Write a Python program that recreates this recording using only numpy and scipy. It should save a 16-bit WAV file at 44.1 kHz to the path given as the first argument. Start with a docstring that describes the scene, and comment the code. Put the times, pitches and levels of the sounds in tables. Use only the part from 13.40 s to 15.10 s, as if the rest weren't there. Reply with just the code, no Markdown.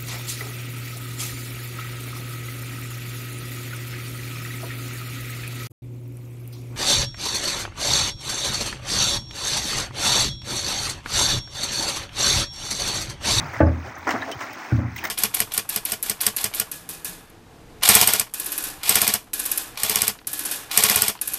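"""Bottom of a small boat, microphone close above the water; 1.7 s of trickle (bubble grains and noise) and low wash.
A faint touch on the hull and single bubbles (dying sines) come first, then slops and droplets (shaped noise).
At 0.2 s a hard knock rings the hull modes and clatters the boards; slops crowd together near 0.7 s.
Soft thumps follow from 1.3 s, and the brightest droplets fall near the end.
The recorder's gain control pushes the trickle down after each heavy blow."""
import sys
import numpy as np
from scipy import signal
from scipy.fft import rfft, irfft
from scipy.io import wavfile
from scipy.ndimage import uniform_filter1d

SR = 44100
rng = np.random.default_rng(int(sys.argv[2]) if len(sys.argv) > 2 else 0)


def unload_wav(signal):
    """Save mono or channel-first audio to the path in sys.argv[1] as 16-bit WAV at rate SR, clipped to [-1, 1]."""
    wavfile.write(
        sys.argv[1],
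        SR,
        np.round(np.clip(np.atleast_2d(signal).T, -1, 1) * 32767).astype(np.int16),
    )


N = 74970
T = np.arange(N) / SR  # time [s]

# steady trickle: (time [s], gurgle level [dB], fine fizz level [dB])
TRICKLE_LEVELS = [(0, -30, -43.5), (.18, -46.5, -51.5), (.27, -37, -49.5), (.41, -40, -51),
                  (.47, -34.5, -45.5), (.54, -39.5, -54), (0.649, -41, -48), (.8, -38.5, -46),
                  (.97, -40, -49.5), (1.15, -40, -46.5), (1.28, -38.5, -50.5), (1.37, -37, -45),
                  (1.451, -39, -58), (1.529, -41, -49.5), (1.6, -38, -42.5), (1.7, -37.5, -49)]
# colour of the trickle's gurgle: (frequency [Hz], relative level [dB per Hz])
TRICKLE_COLOUR = [(60, -43.5), (170, -1.5), (280, 2.5), (370, -0.5), (470, -7), (570, -3.5), (780, 3.5),
                  (1350, 0.5), (2050, -3.5), (2500, -9), (3200, -53), (6000, -66), (17000, -76)]
# colour of the trickle's fine fizz: (frequency [Hz], relative level [dB per Hz])
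FIZZ_COLOUR = [(500, -54), (2000, 6), (2900, 1), (4000, -2.5), (5400, -0.5), (6500, -2.5), (7400, -12.5),
               (9200, -14.5), (11500, -36), (14000, -18), (15400, -6), (17000, -24)]
# low wash of the sea against the hull: (time [s], level [dB])
WASH_LEVELS = [(0, -26), (.12, -42), (.2, -31), (.5, -36), (.63, -47.5), (.74, -43.5), (.9, -51),
               (1.05, -51), (1.13, -47), (1.24, -68), (1.45, -34), (1.7, -46.5)]
# colour of the wash: (frequency [Hz], relative level [dB per Hz])
WASH_COLOUR = [(25, 15), (50, 13), (75, -2), (110, 14.5), (170, -7), (260, -19), (500, -46.5)]
# blows on the hull: (time [s], level [dB], contact corner [Hz],
#                     extra level of the two lowest modes [dB], clatter level [dB])
BLOWS = [(0.001, -33.5, 260, -3, -52), (0.2036, -3, 1115, 5.5, -7), (0.2102, -8, 900, 3, -11.5),
         (0.269, -18, 450, 2.5, -19), (0.743, -31, 302, -29, -52), (1.318, 0.5, 182, -13.5, -34.5),
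         (1.386, -9, 230, -8, -30), (1.477, -31.5, 150, -12, -69)]
# ringing modes of the hull: (frequency [Hz], level [dB], t60 [s])
HULL_MODES = [(81.46, 1, 0.63), (82.9, -6.5, 0.8), (95, -4, 0.2), (112.9, -1, 0.32), (122.5, -8, 0.37),
              (174.6, -20.5, 0.43), (224.6, -13, 0.36), (254.6, -8.5, 0.36), (298, -6.5, .26),
              (318.9, -4, 0.21), (477, -14.5, 0.13), (517, -38, 0.18), (547, -12.5, 0.16), (556, -13, 0.18),
              (862.5, -10.5, 0.21)]
# colour of the clattering boards: (frequency [Hz], relative level [dB per Hz])
CLATTER_COLOUR = [(40, -55), (120, -7), (280, 6), (400, -5.5), (560, 11), (700, -0.5), (1000, -12),
                  (1150, 0.5), (1300, -13.5), (1500, 0), (1820, -8.5), (2100, -14.5), (3200, -24)]
# decay of the clatter: (frequency [Hz], t60 [s])
CLATTER_DECAY = [(100, 0.61), (550, 0.23), (1000, 0.22), (1800, 0.16), (6000, 0.032)]
# single bubbles: (time [s], frequency [Hz], level [dB], t60 [s])
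BUBBLES = [(0.001, 170.4, -27.5, 0.14), (0.028, 139.7, -27, 0.092), (0.055, 1312, -32, 0.041),
           (0.089, 100, -19, 0.043), (0.190, 1690, -24.5, 0.02), (0.266, 4990, -40.5, 0.019),
           (0.553, 6060, -36, 0.0085), (0.672, 1040, -22, .05), (0.677, 1390, -21, .03),
           (0.678, 1170, -21, .03), (0.736, 262, -19.5, 0.083), (0.816, 3770, -32, 0.013),
           (0.822, 1700, -19, 0.024), (0.874, 890, -28, 0.016), (0.889, 610, -31, 0.019),
           (0.921, 2985, -37, .06), (0.947, 99.7, -20.5, 0.068), (1.008, 1010, -38, 0.21),
           (1.037, 1324, -31.5, 0.052), (1.062, 720, -35, .04), (1.096, 790, -35, .05),
           (1.561, 2037, -26.5, 0.029), (1.586, 2470, -20, 0.0074), (1.628, 920, -27.5, 0.02),
           (1.641, 2110, -29, 0.0084), (1.651, 2064, -25.5, 0.062)]
# slops of water: (time [s], rise [s], t60 [s], slosh level [dB], gurgle level [dB], spray level [dB])
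SLOPS = [(0.128, 0.0067, 0.73, -41, -33.5, -43), (0.444, 0.0021, 0.32, -34.5, -49, -54.5),
         (0.459, .006, 0.45, -62, -49, -46), (0.561, 0.0064, 0.12, -41.5, -35.5, -58),
         (0.666, 0.0081, 0.19, -26, -20.5, -34), (0.689, 0.0016, 0.15, -29.5, -44, -33),
         (0.705, 0.0021, 0.097, -30.5, -29, -28), (0.734, 0.0046, 0.24, -28.5, -34.5, -57),
         (0.749, 0.0013, 0.07, -27.5, -24.5, -73), (0.806, 0.016, 0.48, -38.5, -40.5, -47),
         (0.87, 0.023, 0.16, -30, -51, -48), (0.912, 0.0043, 0.061, -58, -51, -29.5),
         (0.986, 0.0079, 0.2, -50, -39, -43), (1.005, .002, 0.31, -36, -35.5, -37.5),
         (1.023, 0.0053, 0.05, -73, -36.5, -58), (1.176, .01, 0.59, -57.5, -41, -44.5),
         (1.234, 0.009, 0.44, -55, -62, -50), (1.574, 0.0095, 0.055, -58, -52, -30.5),
         (1.637, 0.0047, 0.088, -38, -26.5, -33), (1.649, 0.0017, 0.18, -37, -35, -40.5)]
# colour of a slop's slosh: (frequency [Hz], relative level [dB per Hz])
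SLOSH_COLOUR = [(40, -61), (130, -11), (260, 6.5), (430, -1), (680, 7), (900, -2), (1400, -34.5),
                (4000, -87)]
# colour of a slop's gurgle: (frequency [Hz], relative level [dB per Hz])
GURGLE_COLOUR = [(100, -42), (500, -45.5), (950, 15.5), (1450, 18), (2050, 15.5), (2500, -1.5), (3200, -32),
                 (8000, -76.5)]
# colour of a slop's spray: (frequency [Hz], relative level [dB per Hz])
SPRAY_COLOUR = [(300, -45), (1800, -5.5), (2800, 3.5), (4100, -5), (5400, 1.5), (6600, -3), (7400, -9),
                (9200, -12), (11500, -33), (14000, -12), (15400, -12.5), (17000, 8.5)]
# sharp droplets: (time [s], level [dB])
DROPS = [(0.135, -43), (0.583, -36), (0.707, -44), (0.916, -36), (1.038, -43), (1.130, -32), (1.562, -25),
         (1.586, -34), (1.639, -24.5), (1.650, -17.5), (1.670, -24.5)]
# colour of a droplet: (frequency [Hz], relative level [dB per Hz])
DROP_COLOUR = [(500, -36), (3000, -7.5), (6500, -7), (9000, -14.5), (11500, -53), (14000, -21), (15000, 2),
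               (15700, 5.5), (17000, 8)]

# bubbles: the phase gains this share by t60 (the pitch climbs by twice as much); onset scale in cycles
BUBBLE_RISE, BUBBLE_ONSET_CYCLES = 0.089, 0.76
# froth: total grain rate, length setting in cycles, scale of the random level, power share of grains
GRAINS_PER_S, GRAIN_CYCLES, GRAIN_SPREAD_DB, GRAIN_SHARE = 5000, 11.3, 1.5, 0.8
LUMPY_DB, LUMP_S = 1.0, 0.078  # trickle surges: rms swing, smoothing length
SWELL_CYCLES, HULL_TOP_HZ = 2.4, 2580  # onset scale of the hull modes, low-pass on the whole hull
CLATTER_RISE_S = 0.002
DROP_T60_S = 0.027
WALLS_T60_S, WALLS_DB = 0.03, 4.5
LOW_CUT_HZ, EDGE_HZ = 73, 16000  # recorder's band
# gain control: threshold, share of the excess dB removed, averaging time, fall of the held level
LIMIT_DB, SQUEEZE, GRAB_S, RECOVER_DB_PER_S = -22, 0.42, 0.012, 36


def gain_of(db):
    """Decibels to gain."""
    return 10 ** (np.asarray(db) / 20)


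def evened(x):
    """Scales to an rms of one."""
    return x / np.sqrt(np.mean(x ** 2) + 1e-20)


def read(points, hz):
    """Reads a table on a logarithmic frequency axis."""
    table_hz, value = np.transpose(points)
    return np.interp(np.log(hz + 1), np.log(table_hz + 1), value)


def coloured(x, spectrum):
    """Filters x by a spectrum, at an rms of one."""
    hz = np.fft.rfftfreq(len(x), 1 / SR)
    return evened(irfft(rfft(x) * gain_of(read(spectrum, hz)), len(x)))


def dulled(x, hz, order=2):
    """Low-pass filter."""
    return signal.sosfilt(signal.butter(order, hz, fs=SR, output="sos"), x)


def fade(t, t60):
    """Exponential decay by 60 dB in t60 seconds."""
    return np.exp(-np.log(1000) * t / t60)


def add(mix, start, sound):
    """Mixes a sound in at a time in seconds."""
    part = mix[max(round(start * SR), 0):][:len(sound)]
    part += sound[:len(part)]


def bubble(hz, t60):
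    """Ringing trapped air: a dying sine that climbs a little in pitch."""
    t = T[:int(t60 * SR) + 2]
    onset = 1 - np.exp(-(t * hz / BUBBLE_ONSET_CYCLES) ** 2)
    cycles = hz * t * (1 + BUBBLE_RISE * t / t60)
    return onset * fade(t, t60) * np.sin(2 * np.pi * cycles)


def froth(count=64):
    """Many tiny bubbles of all sizes over smooth noise, roughly even across the spectrum."""
    grains = np.zeros(N)
    pitches = np.geomspace(250, 16000, count)
    for hz in pitches:
        chance, size = rng.random(N), rng.random(N)
        born = chance < GRAINS_PER_S / SR * np.sqrt(hz) / np.sqrt(pitches).sum()
        clicks = np.zeros(N)
        clicks[born] = gain_of(GRAIN_SPREAD_DB * np.minimum(-np.log(size[born]), 3.5))
        ringing = signal.oaconvolve(clicks, bubble(hz, 2 * GRAIN_CYCLES / hz + 0.006))[:N]
        grains += np.sqrt(hz) * evened(ringing)  # the weight evens out the logarithmic spacing
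    smooth = rng.standard_normal(N)
    return np.sqrt(GRAIN_SHARE) * evened(grains) + np.sqrt(1 - GRAIN_SHARE) * smooth


def trickle():
    """Water runs over the boards in small uneven surges, gurgling and fizzing."""
    lumps = uniform_filter1d(rng.standard_normal(N), int(LUMP_S * SR))
    lumps = evened(uniform_filter1d(lumps, int(LUMP_S * SR / 2)))
    lapping = dulled(rng.standard_normal(N), 250)
    water = froth() + lapping
    times, gurgle_db, fizz_db = np.transpose(TRICKLE_LEVELS)
    gurgle = coloured(water, TRICKLE_COLOUR) * gain_of(np.interp(T, times, gurgle_db))
    fizz = coloured(water, FIZZ_COLOUR) * gain_of(np.interp(T, times, fizz_db))
    return (gurgle + fizz) * gain_of(LUMPY_DB * lumps)


def wash():
    """The sea laps dully at the outside of the hull: low noise of varying level."""
    level_db = np.interp(T, *np.transpose(WASH_LEVELS))
    return coloured(rng.standard_normal(N), WASH_COLOUR) * gain_of(level_db)


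def clatter(size=24576):
    """Dense small resonances of the boards, as noise whose treble dies first."""
    noise = coloured(rng.standard_normal(size), CLATTER_COLOUR)
    hz, t, bands = signal.stft(noise, SR, nperseg=256)
    decaying = bands * fade(t, read(CLATTER_DECAY, hz)[:, None])
    return signal.istft(decaying, SR)[1] * np.minimum(T[:size] / CLATTER_RISE_S, 1)


def hull():
    """Blows ring the hull, whose two lowest modes beat; a soft contact starts slowly and favours low modes."""
    out, t = np.zeros(N), T[:SR]
    rings = []
    for hz, db, t60 in HULL_MODES:
        swell = 1 - np.exp(-t * hz / SWELL_CYCLES)
        rings.append(gain_of(db) * fade(t, t60) * np.sin(2 * np.pi * hz * t) * swell)
    lowest_pair = np.arange(len(HULL_MODES)) < 2
    for start, db, corner_hz, lowest_db, clatter_db in BLOWS:
        weights = gain_of(db + lowest_db * lowest_pair)
        add(out, start, dulled(weights @ np.array(rings), corner_hz, order=3))
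        add(out, start, gain_of(clatter_db) * clatter())
    return dulled(out, HULL_TOP_HZ, order=4)


def bubbles():
    """Larger pockets of trapped air, each ringing at its own pitch."""
    out = np.zeros(N)
    for start, hz, db, t60 in BUBBLES:
        add(out, start, gain_of(db) * bubble(hz, t60))
    return out


def slops():
    """Each slop swells quickly and drains away as slosh, gurgle and spray."""
    water, out = froth(), np.zeros(N)
    colours = (SLOSH_COLOUR, GURGLE_COLOUR, SPRAY_COLOUR)
    voices = np.array([coloured(water, colour) for colour in colours])
    for start, rise, t60, *levels_db in SLOPS:
        swell = np.clip((T - start) / rise, 0, 1)
        drain = fade(np.maximum(T - start - rise, 0), t60)
        out += swell * drain * (gain_of(levels_db) @ voices)
    return out


def drops(size=4096):
    """Droplets land with a thin, very high tick: short bursts of coloured noise."""
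    out = np.zeros(N)
    for start, db in DROPS:
        tick = coloured(rng.standard_normal(size), DROP_COLOUR) * fade(T[:size], DROP_T60_S)
        add(out, start, gain_of(db) * tick)
    return out


def walls(x, size=6000):
    """Short, dense reflections between the sides of the boat, starting after 2 ms."""
    tail = rng.standard_normal(size) * fade(T[:size], WALLS_T60_S) * (T[:size] > 0.002)
    return x + gain_of(WALLS_DB) * signal.oaconvolve(x, tail / np.linalg.norm(tail))[:N]


def scene():
    """Water and hull, heard from just above; only bubbles and droplets reflect off the sides."""
    return (trickle() + wash() + hull() + walls(bubbles() + drops()) + slops())[None]


def record(dry):
    """Low cut; gain control that grabs quickly and lets go slowly; upper band limit."""
    x = signal.sosfilt(signal.butter(4, LOW_CUT_HZ, "high", fs=SR, output="sos"), dry[0])
    r = np.exp(-1 / (GRAB_S * SR))
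    power_db = 10 * np.log10(signal.lfilter([1 - r], [1, -r], x ** 2) + 1e-12)
    fall = T * RECOVER_DB_PER_S
    held_db = np.maximum.accumulate(power_db + fall) - fall  # peaks held, falling steadily
    over_db = np.maximum(held_db - LIMIT_DB, 0)
    ducked = x / gain_of(SQUEEZE * over_db)
    band_limit = signal.firwin(401, EDGE_HZ, window=("kaiser", 8), fs=SR)
    return signal.oaconvolve(ducked, band_limit, "same")[None]


dry = scene()
out = record(dry)
unload_wav(out)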